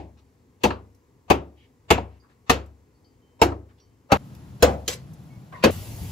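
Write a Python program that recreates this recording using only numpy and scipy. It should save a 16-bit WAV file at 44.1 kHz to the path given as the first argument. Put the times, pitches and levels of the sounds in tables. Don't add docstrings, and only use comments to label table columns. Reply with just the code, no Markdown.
import sys
import numpy as np
from scipy import signal
from scipy.fft import rfft, irfft, next_fast_len
from scipy.io import wavfile
from scipy.ndimage import uniform_filter1d

SR = 44100
rng = np.random.default_rng(int(sys.argv[2]) if len(sys.argv) > 2 else 0)


def transcribe(signal):
    frames = np.atleast_2d(signal).T
    limited = np.clip(frames, -1, 1)
    pcm = np.round(limited * 32767).astype(np.int16)
    wavfile.write(sys.argv[1], SR, pcm)


def rack_gain(trim_db):
    fader = np.asarray(trim_db, float)
    return 10 ** (fader / 20)


N = 269583

VIEW_TIMES = [0, 4.172, 5.707, 7]
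# t/s, deep board level/dB, board knock level/dB, blade level/dB, bone snap level/dB
CHOPS = [
    (-0.084, -16.5, -14.5, -17.5, -32),
    (0.634, -16, -16.5, -15, -26.5),
    (1.3, -10.5, -10, -12.5, -28.5),
    (1.903, -12, -12.5, -11.5, -22.5),
    (2.495, -16, -11.5, -13, -20),
    (3.415, -12.5, -9, -12.5, -22),
    (4.117, -14, -10.5, -12, -27),
    (4.623, -9, -14.5, -16.5, -18.5),
    (4.877, -32.5, -35.5, -33.5, -24),
    (5.637, -8, -15.5, -11.5, -23.5),
]
# t/s, deep board level/dB, board knock level/dB, blade level/dB
REBOUNDS = [
    (.651, -21, -17, -26.5),
    (.704, -29.5, -26.5, -29),
    (1.977, -32.5, -25, -34.5),
    (3.518, -32.5, -34, -50),
    (4.695, -36.5, -32, -52),
    (5.525, -66, -42.5, -48),
]
# f/Hz, level/dB, t60/s
BOARD_SIDE = [(202, -14, .08), (224, -13, 0.019), (281.4, 3, .09), (356, -3.5, 0.071), (351.9, 1.5, 0.013),
              (472, 0, 0.072), (519, 0, 0.017), (670, -2.5, 0.015), (673, -0.5, .04), (767, 2, 0.052),
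              (858, -2.5, .04), (930, 3, .035), (1090, -5.5, 0.013), (1134, -6, 0.041), (1274.6, -6, .03)]
BOARD_BEHIND = [(212.7, -16, 0.078), (286, -11, 0.056), (335, -5, 0.023), (420, 0, 0.11), (481, 5.5, 0.071),
                (600, 3.5, 0.064), (763, -4, 0.044), (763, -11, 0.06), (970, -4, 0.038), (1040, -1, 0.028),
                (1360, 3, 0.0072), (1540, 0, 0.033)]
# f/Hz, level/dB, t60/s
TABLE = [(71.38, 6, 0.58), (98.4, 2, 1), (126, -5, 0.9), (143, -18.5, 0.26)]
# f/Hz, level/dB, t60/s
HELD_BLADE = [(1650, 0.5, 0.015), (1793, -6, 0.036), (2210, -2, 0.013), (2620, 4.5, 0.03),
              (2590, -5.5, 0.019), (2700, -2.5, .02), (3310, -7.5, 0.004), (3880, -5, 0.0062),
              (4510, -7, .03)]
FREE_BLADE = [(3085, -7, .9), (4505, 0, .28), (4830, -1, .26), (5690, 4, .16), (7000, -5, .1)]
# f/Hz, level/dB per Hz
SPLINTERS = [(710, -30.5), (1200, -27), (1940, -16), (2640, -12.5), (3220, -11), (7410, -14.5), (8830, -24),
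             (11400, -17.5), (15300, -24.5), (16500, -34.5)]
# t/s, centre f/Hz, spread/share, t60/s, level/dB
RATTLES = [
    (1.908, 2666, .025, 0.029, -16),
    (2.5, 2697, .05, .015, -19.5),
    (4.64, 644, .25, 0.34, -21.5),
    (5.522, 1040, 0.0726, 0.5, -39.5),
]
# t/s, level/dB, favoured f/Hz, fall-off away from it/dB per octave
TOUCHES = [
    (.185, -72, 5700, 6),
    (2.2, -64, 4830, 60),
    (2.945, -75, 4500, 60),
    (3.045, -64, 4830, 6),
    (3.22, -73, 3085, 30),
    (3.8, -61, 5700, 9),
    (4.879, -38, 4480, 120),
]
# t/s, length/s, centre f/Hz, width/Hz, level/dB
PUSHES = [(.165, 0.043, 2350, 2900, -64.5), (1.55, .13, 2800, 1550, -63), (2.08, 0.12, 2000, 2000, -69),
          (2.22, 0.054, 1160, 600, -61), (2.28, 0.063, 1465, 2502, -64), (3.68, 0.0459, 1518, 1514, -63.5),
          (3.77, 0.044, 3200, 2000, -67.5), (4.349, 0.004, 9150, 12100, -53.5),
          (4.885, 0.067, 5900, 9990, -33.5), (5.53, 0.034, 1950, 400, -46.5), (5.53, 0.18, 2480, 2970, -58),
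          (4.098, 0.035, 1010, 900, -30.5), (.947, 0.0038, 10060, 11000, -64),
          (2.66, .003, 10000, 11000, -63.5), (5.624, 0.016, 2170, 1820, -30.5),
          (5.13, 0.011, 10900, 9000, -56.5), (5.235, .004, 11000, 7000, -61)]
# t/s, length/s, f/Hz
CLINKS = [
    (5.302, .09, 2206),
]
# t/s, level/dB
GLUGS = [
    (5.735, -34),
    (5.875, -39),
    (6.019, -33),
    (6.055, -38),
]
# f/Hz, level/dB per Hz
BOIL = [(15, -42), (25, -19.5), (97, 4.5), (339, -23.5), (510, -28), (584, -26), (1320, -35.5), (6730, -35),
        (9070, -35), (11600, -31.5), (13300, -40), (14800, -30), (16500, -60)]
HUM = [(15, -56), (25, -23), (135, -3), (421, -27), (831, -29), (1390, -36.5), (2150, -41), (7300, -46.5),
       (9070, -51), (11300, -43), (13300, -62.5), (14800, -42.5), (16500, -72)]
QUIET = [(30, -24), (62, -1), (100, 4), (160, -9), (260, -7), (400, -12), (500, -17), (630, -20.5),
         (1000, -17.5), (1400, -28), (2000, -26.5), (3200, -34.5), (6500, -33), (16000, -37.5)]
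# f/Hz, width/Hz, level/dB
FAN_TONES = [(260, 5.9, 5.5), (410, 4, 7), (480, 21, 9), (950, 37, 0)]
# f/Hz, t60/s
KITCHEN = [(60, 0.18), (160, 0.29), (420, 0.23), (1100, 0.19), (2910, 0.14), (7680, 0.12), (13000, 0.1)]
# f/Hz, share
PORT_LIKENESS = [(60, .99), (150, .97), (350, .92), (900, .55), (1600, .4), (3000, .45), (6000, .4),
                 (12000, .35)]
# f/Hz, phase/rad; in the high treble they come near opposite
LEFT_LEAD = [(50, .2), (300, .35), (900, 1.2), (1500, 1.5), (2500, .6), (4500, .1), (8000, 1.4),
             (12000, 2.2)]
# f/Hz, level/dB
LEFT_TILT = [(60, 2.0), (110, 2.5), (200, 1.0), (380, 1.5), (700, 3.0), (1290, 3.0), (2380, 0.5),
             (4400, 1.0), (8120, 0.0), (15000, 0.0)]
# from f/Hz, to f/Hz
GAPS = [(8450, 9750), (12750, 13750), (15750, 22050)]

BOIL_DB, HUM_DB, QUIET_DB = -32.5, -42, -59


def chop(board, wetter_db, deep_db, knock_db, blade_db, splinter_db, table_db, crunch_s=0.018):
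    cracks_per_s = 2500
    u = np.arange(2000) / (SR * crunch_s)
    luck = rng.random((2000, 3))
    cracks = (luck[:, 0] < cracks_per_s / SR) * np.sign(luck[:, 1] - .5)
    cracks *= rack_gain(-4 * np.log(luck[:, 2] + 0.014))
    cracks *= np.minimum(u / 0.17, 1) * np.exp(-u ** 3)

    def struck(modes, longest, wet_db):
        body = signal.fftconvolve(cracks, ring(modes, longest=longest))
        return kitchen(body, wet_db + wetter_db, ring(modes, longest=longest * 0.14))

    deep = struck(split(board, 0, 560), 0.084, wet_db=-6)
    knock = struck(split(board, 560, 2000), .03, wet_db=-6)
    bite = struck(HELD_BLADE, .015, wet_db=-4.5)
    shatter = (cracks + 0.4 * rng.standard_normal(2000)) * np.exp(-u / 0.5)
    splinters = kitchen(shaped(np.pad(shatter, (40, 2000)), SPLINTERS), wet_db=-5)
    weight = np.exp(-u / 0.17) * np.minimum(u / 0.11, 1)
    table = signal.fftconvolve(weight, ring(TABLE, spread=0.0071, longest=0.54))
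    table = kitchen(table, wet_db=-20.5, near_db=-22.5)
    bodies = [at_peak(deep, deep_db), at_peak(knock, knock_db), at_peak(bite, blade_db - 5.0),
              at_peak(splinters, splinter_db + 2.0), at_peak(table, table_db)]
    return sum(np.pad(body, ((0, 0), (0, 2 * SR)))[:, :SR] for body in bodies)


def bone_chop(s, deep_db, knock_db, blade_db, snap_db):
    table_db = min(snap_db + 1.5, deep_db - 7.5)
    table_db -= 3.5 * (s > VIEW_TIMES[1])
    return chop(*board_view(s), deep_db, knock_db, blade_db, snap_db, table_db)


def rebound(s, deep_db, knock_db, blade_db):
    return chop(*board_view(s), deep_db, knock_db, blade_db, splinter_db=blade_db - 29,
                table_db=knock_db - 15.5, crunch_s=.008)


def board_view(s):
    return (BOARD_SIDE, 0) if s < VIEW_TIMES[1] else (BOARD_BEHIND, 4)


def ring(modes, spread=.025, longest=0.89):
    t = np.arange(round(1.3 * longest * SR)) / SR
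    total = np.zeros(len(t))
    for hz, level_db, t60 in modes:
        detune, sign = rng.uniform(-1, 1, 2)
        envelope = rack_gain(level_db - 60 * t / np.clip(t60, .002, longest))
        total += envelope * np.sin(2 * np.pi * hz * (1 + spread * detune) * t) * np.sign(sign)
    return total


def split(modes, lo, hi):
    return [mode for mode in modes if lo <= mode[0] < hi]


def rattle(hz, spread, t60, db, chatter_s=0.0057, steady=0.14):
    modes = ring([(hz, 0, t60)] * 16, spread=spread)
    chatter = evened(uniform_filter1d(rng.standard_normal(len(modes)), round(chatter_s * SR)))
    broad = ring([(hz, 0, .004)], spread=0)
    return at_peak(kitchen(modes * (steady + chatter), -2.0, broad if t60 < .05 else None), db)


def touch(db, favoured_hz, away_db, above_db=70):
    modes = []
    for hz, level_db, t60 in FREE_BLADE:
        slope_db = away_db + above_db * (hz > favoured_hz)
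        modes.append((hz, level_db - slope_db * abs(np.log2(hz / favoured_hz)), t60))
    return at_peak(kitchen(ring(modes, spread=.001, longest=1), wet_db=-9, near_db=-14), db - 3)


def push(length, hz, width_hz, db):
    size = round(length * SR)
    luck = rng.random((8000, 2))[:size]
    slips = (luck[:, 0] < .15) * (luck[:, 1] - .5) * signal.windows.tukey(size, .6)
    edges = [max(hz - width_hz / 2, 200), min(hz + width_hz / 2, 18000)]
    band = signal.butter(2, edges, "band", fs=SR, output="sos")
    return at_peak(kitchen(signal.sosfilt(band, slips), wet_db=-4.0), db)


def clink(length, hz, db=-65, t60=1.0):
    t = np.arange(round(length * SR)) / SR
    damped = np.minimum((length - t) / .02, 1)
    return at_peak(kitchen(np.sin(2 * np.pi * hz * t) * rack_gain(-60 * t / t60) * damped, wet_db=-9), db)


def boiling_pot(t):
    fizz_db, fizz_s = 6, 0.058
    simmer_db, rise_s, fall_s = -37.5, 0.0104, 0.042
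    boil = rack_gain(BOIL_DB + fizz_db * np.exp(-abs(t - VIEW_TIMES[2]) / fizz_s)) * air(BOIL, patchy_db=2.0)
    low = signal.sosfiltfilt(signal.butter(2, 320, fs=SR, output="sos"), boil)
    thump = rack_gain(simmer_db)
    for s, db in GLUGS:
        thump = thump + rack_gain(db) * np.exp(-abs(t - s) / np.where(t < s, rise_s, fall_s))
    return boil + low * (thump / rack_gain(BOIL_DB) - 1)


def room_hum(t):
    sag_db_per_s = 2
    return rack_gain(HUM_DB - sag_db_per_s * (t - VIEW_TIMES[1])) * air(HUM, patchy_db=0.5)


def background():
    t = np.arange(N) / SR
    quiet = rack_gain(QUIET_DB) * air(QUIET, patchy_db=.7, tones=FAN_TONES)
    return np.select([t < VIEW_TIMES[1], t < VIEW_TIMES[2]], [quiet, room_hum(t)], boiling_pot(t))


def air(points, patchy_db, tones=()):
    frames, hz = N // 512 + 5, np.fft.rfftfreq(2048, 1 / SR)
    a, b, c, d, patches = rng.standard_normal((frames, 1025, 5)).T
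    patches = evened(uniform_filter1d(uniform_filter1d(patches, 16, 0), 6, 1))
    colour_db = read(points, hz)
    for f, width, db in tones:
        colour_db = colour_db + db / (1 + ((hz - f) / width) ** 2)
    z = np.array([a + 1j * b, c + 1j * d]) * rack_gain(colour_db[:, None] + patchy_db * patches)
    return evened(signal.istft(z, nperseg=2048, noverlap=1536)[1][:, :N])


def kitchen(x, wet_db=-6, all_round=None, near_s=0.0042, near_db=-4, far_db=-11, far_slower=1.84):
    size = SR // 2
    age = np.arange(size) / SR
    taps = np.zeros((2, size))
    start = np.arange(0, size - 12, 12)
    at = start + rng.integers(0, 12, (2, len(start)))
    np.put_along_axis(taps, at, rng.choice([-1., 1.], at.shape), 1)
    near = taps * np.exp(-age / near_s)
    near *= rack_gain(near_db) / np.linalg.norm(near[0])
    near[0, 0] = 1
    near[1] *= np.linalg.norm(near[0]) / np.linalg.norm(near[1])
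    hz, t, z = signal.stft(taps, SR, nperseg=512)
    fall_db = -60 * t / np.maximum(read(KITCHEN, hz), .03)[:, None]
    fall = rack_gain(fall_db) + rack_gain(far_db + fall_db / far_slower)
    tail = signal.istft(z * fall, SR, nperseg=512)[1][:, :size]
    fed = x
    if all_round is not None:
        fed = np.pad(all_round, (0, len(x)))[:len(x)] * np.linalg.norm(x) / np.linalg.norm(all_round)
    tail *= 1 - np.exp(-age / 0.0023)
    tail *= rack_gain(wet_db) / np.linalg.norm(tail[0])
    return signal.fftconvolve(x[None], near, axes=1) + signal.fftconvolve(fed[None], tail, axes=1)


def ports(paths):
    size = next_fast_len(N)
    hz, (a, b) = np.fft.rfftfreq(size, 1 / SR), rfft(paths, size)
    same, tilt = np.clip(read(PORT_LIKENESS, hz), 0, 1), rack_gain(read(LEFT_TILT, hz) / 2)
    right = same * a * np.exp(-1j * read(LEFT_LEAD, hz)) + np.sqrt(1 - same ** 2) * b
    return irfft(np.array([a * tilt, right / tilt]), size)[:, :N]


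def evened(x):
    return x / np.sqrt(np.mean(x ** 2) + 1e-20)


def at_peak(x, db):
    return rack_gain(db) * x / np.sqrt(uniform_filter1d((x ** 2).mean(0), 441).max())


def read(points, hz):
    f, value = np.transpose(points)
    return np.interp(np.log(hz + 1), np.log(f + 1), value)


def shaped(x, points):
    size = next_fast_len(x.shape[-1])
    gain = rack_gain(read(points, np.fft.rfftfreq(size, 1 / SR)))
    return irfft(rfft(x, size) * gain, size)[..., :x.shape[-1]]


def add(mix, s, sound):
    at = round(s * SR)
    stop = round(min(c for c in VIEW_TIMES if c > max(s, 0)) * SR)
    part = mix[:, max(at, 0):stop][:, :sound.shape[1] + min(at, 0)]
    part += sound[:, max(-at, 0):][:, :part.shape[1]]


def scene():
    mix = background()
    for table, blow in ((CHOPS, bone_chop), (REBOUNDS, rebound)):
        for s, *levels_db in table:
            add(mix, s, blow(s, *levels_db))
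    for table, source in ((RATTLES, rattle), (TOUCHES, touch), (PUSHES, push), (CLINKS, clink)):
        for s, *controls in table:
            add(mix, s, source(*controls))
    return ports(mix)


def phone_rounding(x):
    smear_db, gap_db, attack_gap_db, hole_db = -27, -32, -9, -25
    attack_db, dying_db, edge_hz, holes = 14, 5, 8300, .45
    hz, t, z = signal.stft(x, SR, window="cosine", nperseg=2048)
    grain = uniform_filter1d(abs(z), 9, 1) * np.exp(2j * np.pi * rng.random(z.shape))
    z = z + rack_gain(smear_db) * grain * ((hz < edge_hz) & (hz > 400))[:, None]
    x = signal.istft(z, SR, window="cosine", nperseg=2048)[1]
    hz, t, z = signal.stft(x, SR, nperseg=512)
    high = (hz > edge_hz)[:, None]
    treble_db = 10 * np.log10((abs(z[:, hz > edge_hz]) ** 2).sum((0, 1)) + 1e-14)
    rise_db = treble_db - np.roll(treble_db, 3)
    attack = np.clip(rise_db / attack_db - .5, 0, 1)
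    dropped = sum((hz > lo) & (hz < hi) for lo, hi in GAPS)
    dying = np.clip(-rise_db / dying_db, 0, 1)
    patch = rng.random((len(t) // 4 + 1, len(hz) // 7 + 1)).repeat(4, 0).repeat(7, 1)
    patch = patch[:len(t), :len(hz)].T
    z = z * np.where((patch < holes * dying) & high, rack_gain(hole_db), 1 + holes * dying * high)
    gaps = rack_gain(np.outer(dropped, gap_db + attack * (attack_gap_db - gap_db)))
    return signal.istft(z * gaps, SR, nperseg=512)[1][:, :N]


def band_limit(x):
    return signal.sosfilt(signal.butter(12, 16640, fs=SR, output="sos"), x)


def record(dry):
    heard = signal.sosfilt(signal.butter(2, 50, "high", fs=SR, output="sos"), dry)
    heard = signal.oaconvolve(heard, signal.firwin(255, 16600, fs=SR)[None], "same")
    limited = heard / (1 + (abs(heard) / .95) ** 4) ** .25
    finished = phone_rounding(limited)
    return band_limit(finished)


dry = scene()
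out = record(dry)
transcribe(out)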